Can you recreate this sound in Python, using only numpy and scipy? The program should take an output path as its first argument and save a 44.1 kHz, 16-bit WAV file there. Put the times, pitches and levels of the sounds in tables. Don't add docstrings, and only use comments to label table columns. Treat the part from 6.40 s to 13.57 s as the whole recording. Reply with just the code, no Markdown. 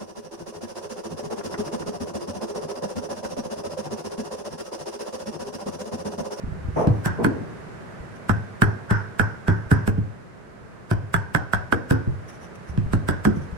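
import sys
import numpy as np
from scipy import signal
from scipy.fft import rfft, irfft, next_fast_len
from scipy.io import wavfile
from scipy.ndimage import uniform_filter1d

SR = 44100
rng = np.random.default_rng(int(sys.argv[2]) if len(sys.argv) > 2 else 0)


def pcm_store(signal):
    levels = np.round(np.clip(np.atleast_2d(signal), -1, 1) * 32767)
    wavfile.write(sys.argv[1], SR, levels.astype(np.int16).T)


N = 316197
HIT = np.arange(SR * 3 // 5) / SR

# (f/Hz, level/dB)
AIR_SPECTRUM = [(59, -66), (100, -3), (153, -6), (193, -3.5), (266, -13), (350, -10.5), (398, -9.5),
                (492, -12.5), (648, -13.5), (721, -17), (1080, -18.5), (1610, -18.5), (3400, -37),
                (10200, -45), (16000, -67)]
# (t/s, level/dB)
AIR_COURSE = [(0, -45.5), (.9, -43), (3.4, -46), (3.9, -49), (5.7, -46), (7.17, -44)]
# (f/Hz, left minus right level/dB)
AIR_BALANCE = [(200, -0.5), (700, -3.5), (2000, -4), (4400, 5.5), (8000, 3), (15000, -3)]
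# (f/Hz, level/dB)
RUMBLE_SPECTRUM = [(12, -27), (20, -15), (75, -1), (123, -10), (156, -3.5), (189, -11), (271, -37.5),
                   (400, -21), (520, -74), (880, -120)]
# (start t/s, end t/s, level/dB)
WEIGHT_SHIFTS = [(0.028, .34, -37), (6.28, 6.55, -36.5), (6.85, 7.17, -45.5)]
# (t/s, level/dB)
SOFT_BUMPS = [(0.035, -31), (0.075, -34), (0.118, -33), (0.248, -31.5), (0.285, -28.5), (1.601, -39.5),
              (3.26, -42), (4.251, -51), (6.295, -38), (6.462, -29.5), (6.501, -43), (7.126, -35)]
# (f/Hz, level/dB)
BUMP_SPECTRUM = [(25, -4), (60, 20), (130, -5), (220, 0), (500, -39), (1500, -83)]
# (start t/s, level/dB, attack t/s, hold t/s, share of the deep colour 0-1)
HOLLOW_SCUFFS = [(0.359, -20.5, .008, 0.039, 0.25), (0.774, -24, 0.026, 0.017, 0.73),
                 (0.957, -34, 0.0099, .008, 0.99)]
# (f/Hz, level/dB)
SCUFF_HIGH_SPECTRUM = [(100, -38), (280, -2), (450, 12), (750, 8.5), (1050, 4.5), (1400, -10.5),
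                       (2200, -20.5), (5000, -55)]
# (f/Hz, level/dB)
SCUFF_DEEP_SPECTRUM = [(35, -47), (80, -2.5), (150, 0.5), (330, -3.5), (480, -4.5), (900, -44), (2000, -37),
                       (5000, -91)]
# (centre t/s, level/dB, length t/s)
BLADE_SCRATCHES = [(0.405, -42.5, 0.061), (0.573, -56, .1), (1.763, -51, 0.013), (5.895, -44, 0.02),
                   (5.945, -52, 0.044), (6.038, -47.5, 0.036), (6.157, -47, 0.0098), (6.295, -47.5, 0.027),
                   (6.971, -49.5, 0.028), (7.032, -52, 0.03)]
# (f/Hz, level/dB)
SCRATCH_SPECTRUM = [(1500, 14), (3000, 4), (4400, -9), (5900, 10.5), (7200, -8), (10000, 2), (13000, -17),
                    (16000, -17)]
# (t/s, blade tick level/dB, block level/dB, bench level/dB, block f/Hz)
BLOCK_THUDS = [ (0.471, -47.5, -18.5, -19, 163.5), (0.861, -66, -19.5, -27, 247),
               (3.578, -61, -28.5, -24, 186.6), (5.669, -66, -33, -25, 190),
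               (6.375, -50.5, -24.5, -23, 173), (6.866, -58, -17, -24, 208.4),
               (6.968, -74, -31.5, -35, 168), ]
# (t/s, handle clack level/dB, chisel ring level/dB, fibre crack level/dB,
# block level/dB, bench level/dB, block f/Hz)
MALLET_BLOWS = [ (0.658, -28, -33.5, -36.5, -24.5, -28.5, 175.5),
                (0.845, -19.5, -37, -37, -20.5, -31, 187.4),
                (1.894, -16.5, -35.5, -40.5, -23.5, -21, 186.6), (2.219, -13, -30.5, -36, -20, -19, 198),
                (2.509, -25.5, -29, -43, -25.5, -21.5, 188), (2.795, -15, -31.5, -39, -25, -24, 185.3),
                (3.081, -24.5, -33.5, -44.5, -21.5, -19, 189.4), (3.314, -21.5, -32, -39, -20, -17.5, 196),
                (3.476, -28, -46, -40.5, -23, -23.5, 212), (4.512, -26.5, -43.5, -42, -28, -22, 178),
                (4.741, -15.5, -33.5, -36, -27.5, -25.5, 164.5), (4.948, -15, -36, -38, -25.5, -28.5, 176),
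                (5.134, -16.5, -34, -39, -32.5, -27.5, 172), (5.324, -14.5, -36, -40, -22.5, -29, 248.7),
                (5.508, -26, -35.5, -37.5, -20, -20.5, 231.6),
                (6.533, -28.5, -46.5, -42.5, -23.5, -21, 174.7), (6.687, -22, -36, -38.5, -26, -26.5, 176),
                (6.851, -20.5, -38, -38.5, -25.5, -30, 190), ]
# (f/Hz, level/dB, t60/s)
HANDLE_MODES = [(1306, 7, 0.0099), (1488, 2.5, 0.019), (1607, 5, 0.015), (1740, -1, 0.02),
                (1956, 0.5, 0.0053), (3243, -19.5, 0.014)]
# (f/Hz, level/dB, t60/s)
KNOCK_MODES = [(384.4, -6.5, 0.066), (564, 3, 0.016), (709, 3, 0.018), (826, 0, 0.025),
               (1040, -1.5, 0.021), (1290, -0.5, 0.01)]
# (multiple of block f, level/dB, t60/s)
BLOCK_MODES = [(0.999, 3.5, 0.05), (1.203, -4, 0.069), (1.55, -5.5, 0.091), (1.949, -4, 0.064)]
# (f/Hz, level/dB)
CRACK_SPECTRUM = [(800, -29), (2500, 1.5), (4000, -7.5), (5400, -4), (6600, -11), (8100, 0), (10000, -7),
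                  (13000, -9.5), (16000, -14)]
# (f/Hz, level/dB)
RING_SPECTRUM = [(700, -46), (900, -6), (1150, -12), (1380, -7.5), (1500, 1), (1575, 2), (1660, -8),
                 (1850, -13), (2300, -28.5), (3250, -36.5), (4100, -55), (5300, -30.5), (7000, -46.5),
                 (12000, -77)]
# (f/Hz, level/dB)
LEGS_SPECTRUM = [(25, 3.5), (45, -16), (85, 23), (140, 21), (220, -8), (600, -91)]
# (f/Hz, level/dB)
JOLT_SPECTRUM = [(15, -14), (35, -3), (60, -8), (100, -2), (250, -50), (600, -100)]
# (f/Hz, t60/s)
WALL_DECAY = [(100, 0.39), (300, 0.42), (700, 0.51), (1600, 0.34), (4000, 0.42), (10000, 0.14),
              (16000, 0.042)]

RUMBLE_DB = -53.5
SHIFT_RISE_S, SHIFT_T60_S = 0.018, 1.4
SCUFF_T60_S = 0.38
SCUFF_TAIL_DB, SCUFF_TAIL_T60_S = -10, 1.05
TICK_WOOD_DB, TICK_HANDLE_DB = 7, 7
SOFT_HZ = 340
USUAL_CLACK_DB = -21
BRIGHTENS, BRIGHT_FROM_HZ = 0.67, 2140
MALLET_DB, MALLET_GROWS = -28, 0.33
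BENCH_HZ, BENCH_DETUNE = 104.63, 0.016
SPREAD_RAD, SPREAD_DB, SPREAD_HALVES_DB = 1.1, -21, 4
JOLT_DB, JOLT_T60_S = -15, 0.16
LEAD_S, LEAD_HALVES_DB = 0.0057, 20
LEAD_RING_DB, LEAD_RING_FALLS = 5, 0.62
RING_DETUNE = 0.011
TOP_HZ = 16200


def amp(db):
    return 10 ** (np.asarray(db) / 20)


def unit(x):
    return x / np.sqrt(np.mean(x ** 2) + 1e-20)


def over(x, seconds):
    return x / np.sqrt(np.mean(x[..., :int(seconds * SR)] ** 2) + 1e-20)


def along(points, hz):
    f, v = np.transpose(points)
    return np.interp(np.log(hz + 1), np.log(f + 1), v)


def filtered(x, response):
    n = x.shape[-1]
    padded = next_fast_len(n + 8192)
    hz = np.fft.rfftfreq(padded, 1 / SR)
    return irfft(rfft(x, padded) * response(hz), padded)[..., :n]


def noise(spectrum, size, mono_hz=40):
    a, b = rng.standard_normal((2, size))
    turn = lambda hz: np.pi / 4 * hz / (hz + mono_hz)
    mid = filtered(a, lambda hz: amp(along(spectrum, hz)) * np.cos(turn(hz)))
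    side = filtered(b, lambda hz: amp(along(spectrum, hz)) * np.sin(turn(hz)))
    return unit(np.array([mid + side, mid - side]))


def fade(t60, attack, t=HIT):
    return amp(-60 * t / t60) * (1 - np.exp(-t / attack))


def envelope(start, attack, hold, t60):
    t = np.arange(N) / SR - start
    return np.clip(t / attack, 0, 1) * amp(-60 * np.maximum(t - attack - hold, 0) / t60)


def struck(modes, attack, lag, left_db, detune, flip=-1):
    t = np.maximum(HIT - np.array([[lag], [0]]), 0)
    chance = rng.standard_normal((len(modes), 2))
    ring = np.zeros((2, len(HIT)))
    for k, ((hz, db, t60), (strength, pitch)) in enumerate(zip(modes, chance)):
        level = flip ** k * amp(db + 2 * strength)
        ring += level * fade(t60, attack, t) * np.sin(2 * np.pi * hz * (1 + detune * pitch) * t)
    return ring * amp([[left_db], [0]])


def add(track, s, x):
    part = track[:, max(round(s * SR), 0):][:, :x.shape[-1]]
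    part += x[:, :part.shape[-1]]


def room(x):
    hz, t, z = signal.stft(rng.standard_normal((2, len(HIT))), SR, nperseg=256)
    decay = amp(-60 * t / along(WALL_DECAY, hz)[:, None])
    tail = signal.istft(z * decay, SR, nperseg=256)[1][:, :len(HIT)]
    tail = tail * (1 - np.exp(-HIT / 0.002))
    return signal.fftconvolve(x[1:], tail / np.linalg.norm(tail[0]), axes=1)[:, :x.shape[-1]]


def near_walls(x, count=8):
    out = np.zeros_like(x)
    for channel in range(2):
        delays = rng.uniform(.004, .024, count)
        for late, sign in zip(delays, rng.choice([-1, 1], count)):
            add(out[channel:channel + 1], late, sign * amp(-300 * late) * x[1:])
    return out / np.sqrt(count)


def background():
    t = np.arange(N) / SR
    halves = np.array([[.5], [-.5]])
    air = filtered(noise(AIR_SPECTRUM, N, mono_hz=3.4), lambda hz: amp(halves * along(AIR_BALANCE, hz)))
    air_db = np.interp(t, *np.transpose(AIR_COURSE)) + 4
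    sway = amp(RUMBLE_DB)
    for start, end, db in WEIGHT_SHIFTS:
        sway = sway + amp(db) * envelope(start, SHIFT_RISE_S, end - start, SHIFT_T60_S)
    return amp(air_db) * air + sway * noise(RUMBLE_SPECTRUM, N, mono_hz=23)


def bumping():
    track = np.zeros((2, N))
    for s, db in SOFT_BUMPS:
        push = fade(0.065, 0.003) * noise(BUMP_SPECTRUM, len(HIT), mono_hz=29)
        add(track, s, amp(db) * over(push, 0.057))
    return track


def scuffing():
    high, deep = np.zeros((2, N))
    for s, db, attack, hold, share in HOLLOW_SCUFFS:
        stroke = amp(db) * envelope(s, attack, hold, SCUFF_T60_S)
        tail = amp(db + SCUFF_TAIL_DB) * envelope(s, attack, hold, SCUFF_TAIL_T60_S)
        high += np.sqrt(1 - share) * stroke
        deep += np.maximum(np.sqrt(share) * stroke, tail)
    dry = deep * noise(SCUFF_DEEP_SPECTRUM, N) + high * noise(SCUFF_HIGH_SPECTRUM, N)
    return dry + amp(-8.5) * room(dry)


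def scratching():
    t = np.arange(N) / SR
    strokes = sum(amp(db) * np.exp(-2 * ((t - s) / length) ** 2) for s, db, length in BLADE_SCRATCHES)
    wander = unit(uniform_filter1d(rng.standard_normal(N), size=60))
    grain = unit(amp(1.5 * wander))
    dry = strokes * grain * noise(SCRATCH_SPECTRUM, N)
    return dry + amp(-13) * room(dry)


def handle_clack(db):
    tilt_db = BRIGHTENS * max(db - USUAL_CLACK_DB, 0)
    modes = [(hz, level + tilt_db * max(np.log2(hz / BRIGHT_FROM_HZ), 0), t60)
             for hz, level, t60 in HANDLE_MODES]
    clack = struck(modes, attack=0.00053, lag=0.002003, left_db=-13, detune=0.027)
    return amp(db) * over(clack, 0.011)


def wood_knock(db):
    knock = struck(KNOCK_MODES, attack=0.00044, lag=0.0028, left_db=-13, detune=0.037)
    return amp(db) * over(knock, 0.017)


def fibres(crack_db, size):
    corner_hz = 14000 * amp(0.96 * (crack_db + 39.5))
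    return unit(filtered(noise(CRACK_SPECTRUM, size), lambda hz: 1 / np.sqrt(1 + (hz / corner_hz) ** 4)))


def fibre_crack(db):
    snap = fade(0.01, 0.0015) + amp(-33) * fade(0.1, 0.0054)
    return amp(db) * over(snap * fibres(db, len(HIT)) * amp([[-2.5], [0]]), 0.018)


def block_knock(db, block_hz, soft_hz=np.inf):
    seated = []
    for multiple, level, t60 in BLOCK_MODES:
        hz = multiple * block_hz
        seated.append((hz, level - 10 * np.log10(1 + (hz / soft_hz) ** 8), t60))
    knock = struck(seated, attack=0.0044, lag=0.00074, left_db=-1, detune=0.049, flip=0.94)
    return amp(db + 0.5) * over(knock, 0.036)


def bench(hz, spread):
    cycles = hz * np.cumsum(1 + 2.05 * np.exp(-HIT / 0.0033)) / SR
    boom = fade(0.37, 0.0041) * np.sin(2 * np.pi * cycles - np.array([[spread], [0]]))
    legs = fade(0.46, 0.0017) * noise(LEGS_SPECTRUM, len(HIT), mono_hz=121)
    return over(boom + amp(-8) * legs, .09)


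def bench_boom(db):
    spread = min(SPREAD_RAD * 2 ** ((SPREAD_DB - db) / SPREAD_HALVES_DB), 2 * np.pi / 3)
    boom = bench(BENCH_HZ * (1 + BENCH_DETUNE * rng.standard_normal()), spread)
    jolt = over(fade(JOLT_T60_S, 0.0062) * noise(JOLT_SPECTRUM, len(HIT)), 0.27)
    return amp(db) * (boom + amp(JOLT_DB) * jolt)


def contact(handle, mallet, crack, block, boom):
    early = near_walls(amp(-5) * (handle + mallet) + amp(-2.5) * crack)
    late = room(amp(-28) * handle + amp(-10.5) * mallet + amp(-12) * crack + amp(-9) * block)
    out = handle + mallet + crack + early + late
    add(out, .002, block + boom)
    return out


def thudding():
    track = np.zeros((2, N))
    for s, tick_db, block_db, bench_db, block_hz in BLOCK_THUDS:
        handle = handle_clack(tick_db + TICK_HANDLE_DB)
        wood = wood_knock(tick_db + TICK_WOOD_DB)
        block = block_knock(block_db, block_hz, SOFT_HZ)
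        add(track, s, contact(handle, wood, fibre_crack(tick_db), block, bench_boom(bench_db)))
    return track


def lead_in_swell(seconds):
    t = HIT[:SR // 25]
    return np.exp(-t[::-1] / max(seconds, .0005))


def chisel_ring(db):
    shift = 1 + RING_DETUNE * rng.standard_normal()
    cluster = noise([(hz * shift, level) for hz, level in RING_SPECTRUM], len(HIT))
    return amp(db + 2.5) * over(fade(0.47, 0.00088) * cluster * amp([[-3.5], [0]]), 0.069)


def blow(clack_db, ring_db, crack_db, block_db, bench_db, block_hz):
    mallet = wood_knock(MALLET_DB + MALLET_GROWS * (clack_db - USUAL_CLACK_DB))
    block = block_knock(block_db, block_hz)
    struck_parts = contact(handle_clack(clack_db), mallet, fibre_crack(crack_db), block, bench_boom(bench_db))
    return chisel_ring(ring_db) + struck_parts


def chopping():
    track = np.zeros((2, N))
    for s, clack_db, ring_db, crack_db, *body in MALLET_BLOWS:
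        force_db = clack_db - USUAL_CLACK_DB
        swell = lead_in_swell(LEAD_S * 2 ** (-force_db / LEAD_HALVES_DB))
        lead_ring_db = ring_db + LEAD_RING_DB - LEAD_RING_FALLS * force_db
        ring_noise = amp(lead_ring_db) * noise(RING_SPECTRUM, len(swell))
        crack_noise = amp(crack_db + 3.5) * fibres(crack_db, len(swell))
        add(track, s - len(swell) / SR, swell * (crack_noise + ring_noise))
        add(track, s, blow(clack_db, ring_db, crack_db, *body))
    return track


def scene():
    return background() + bumping() + scuffing() + scratching() + thudding() + chopping()


def record(dry):
    rounded = dry / (1 + np.abs(dry / .9) ** 8) ** (1 / 8)
    return filtered(rounded, lambda hz: hz < TOP_HZ)


dry = scene()
out = record(dry)
pcm_store(out)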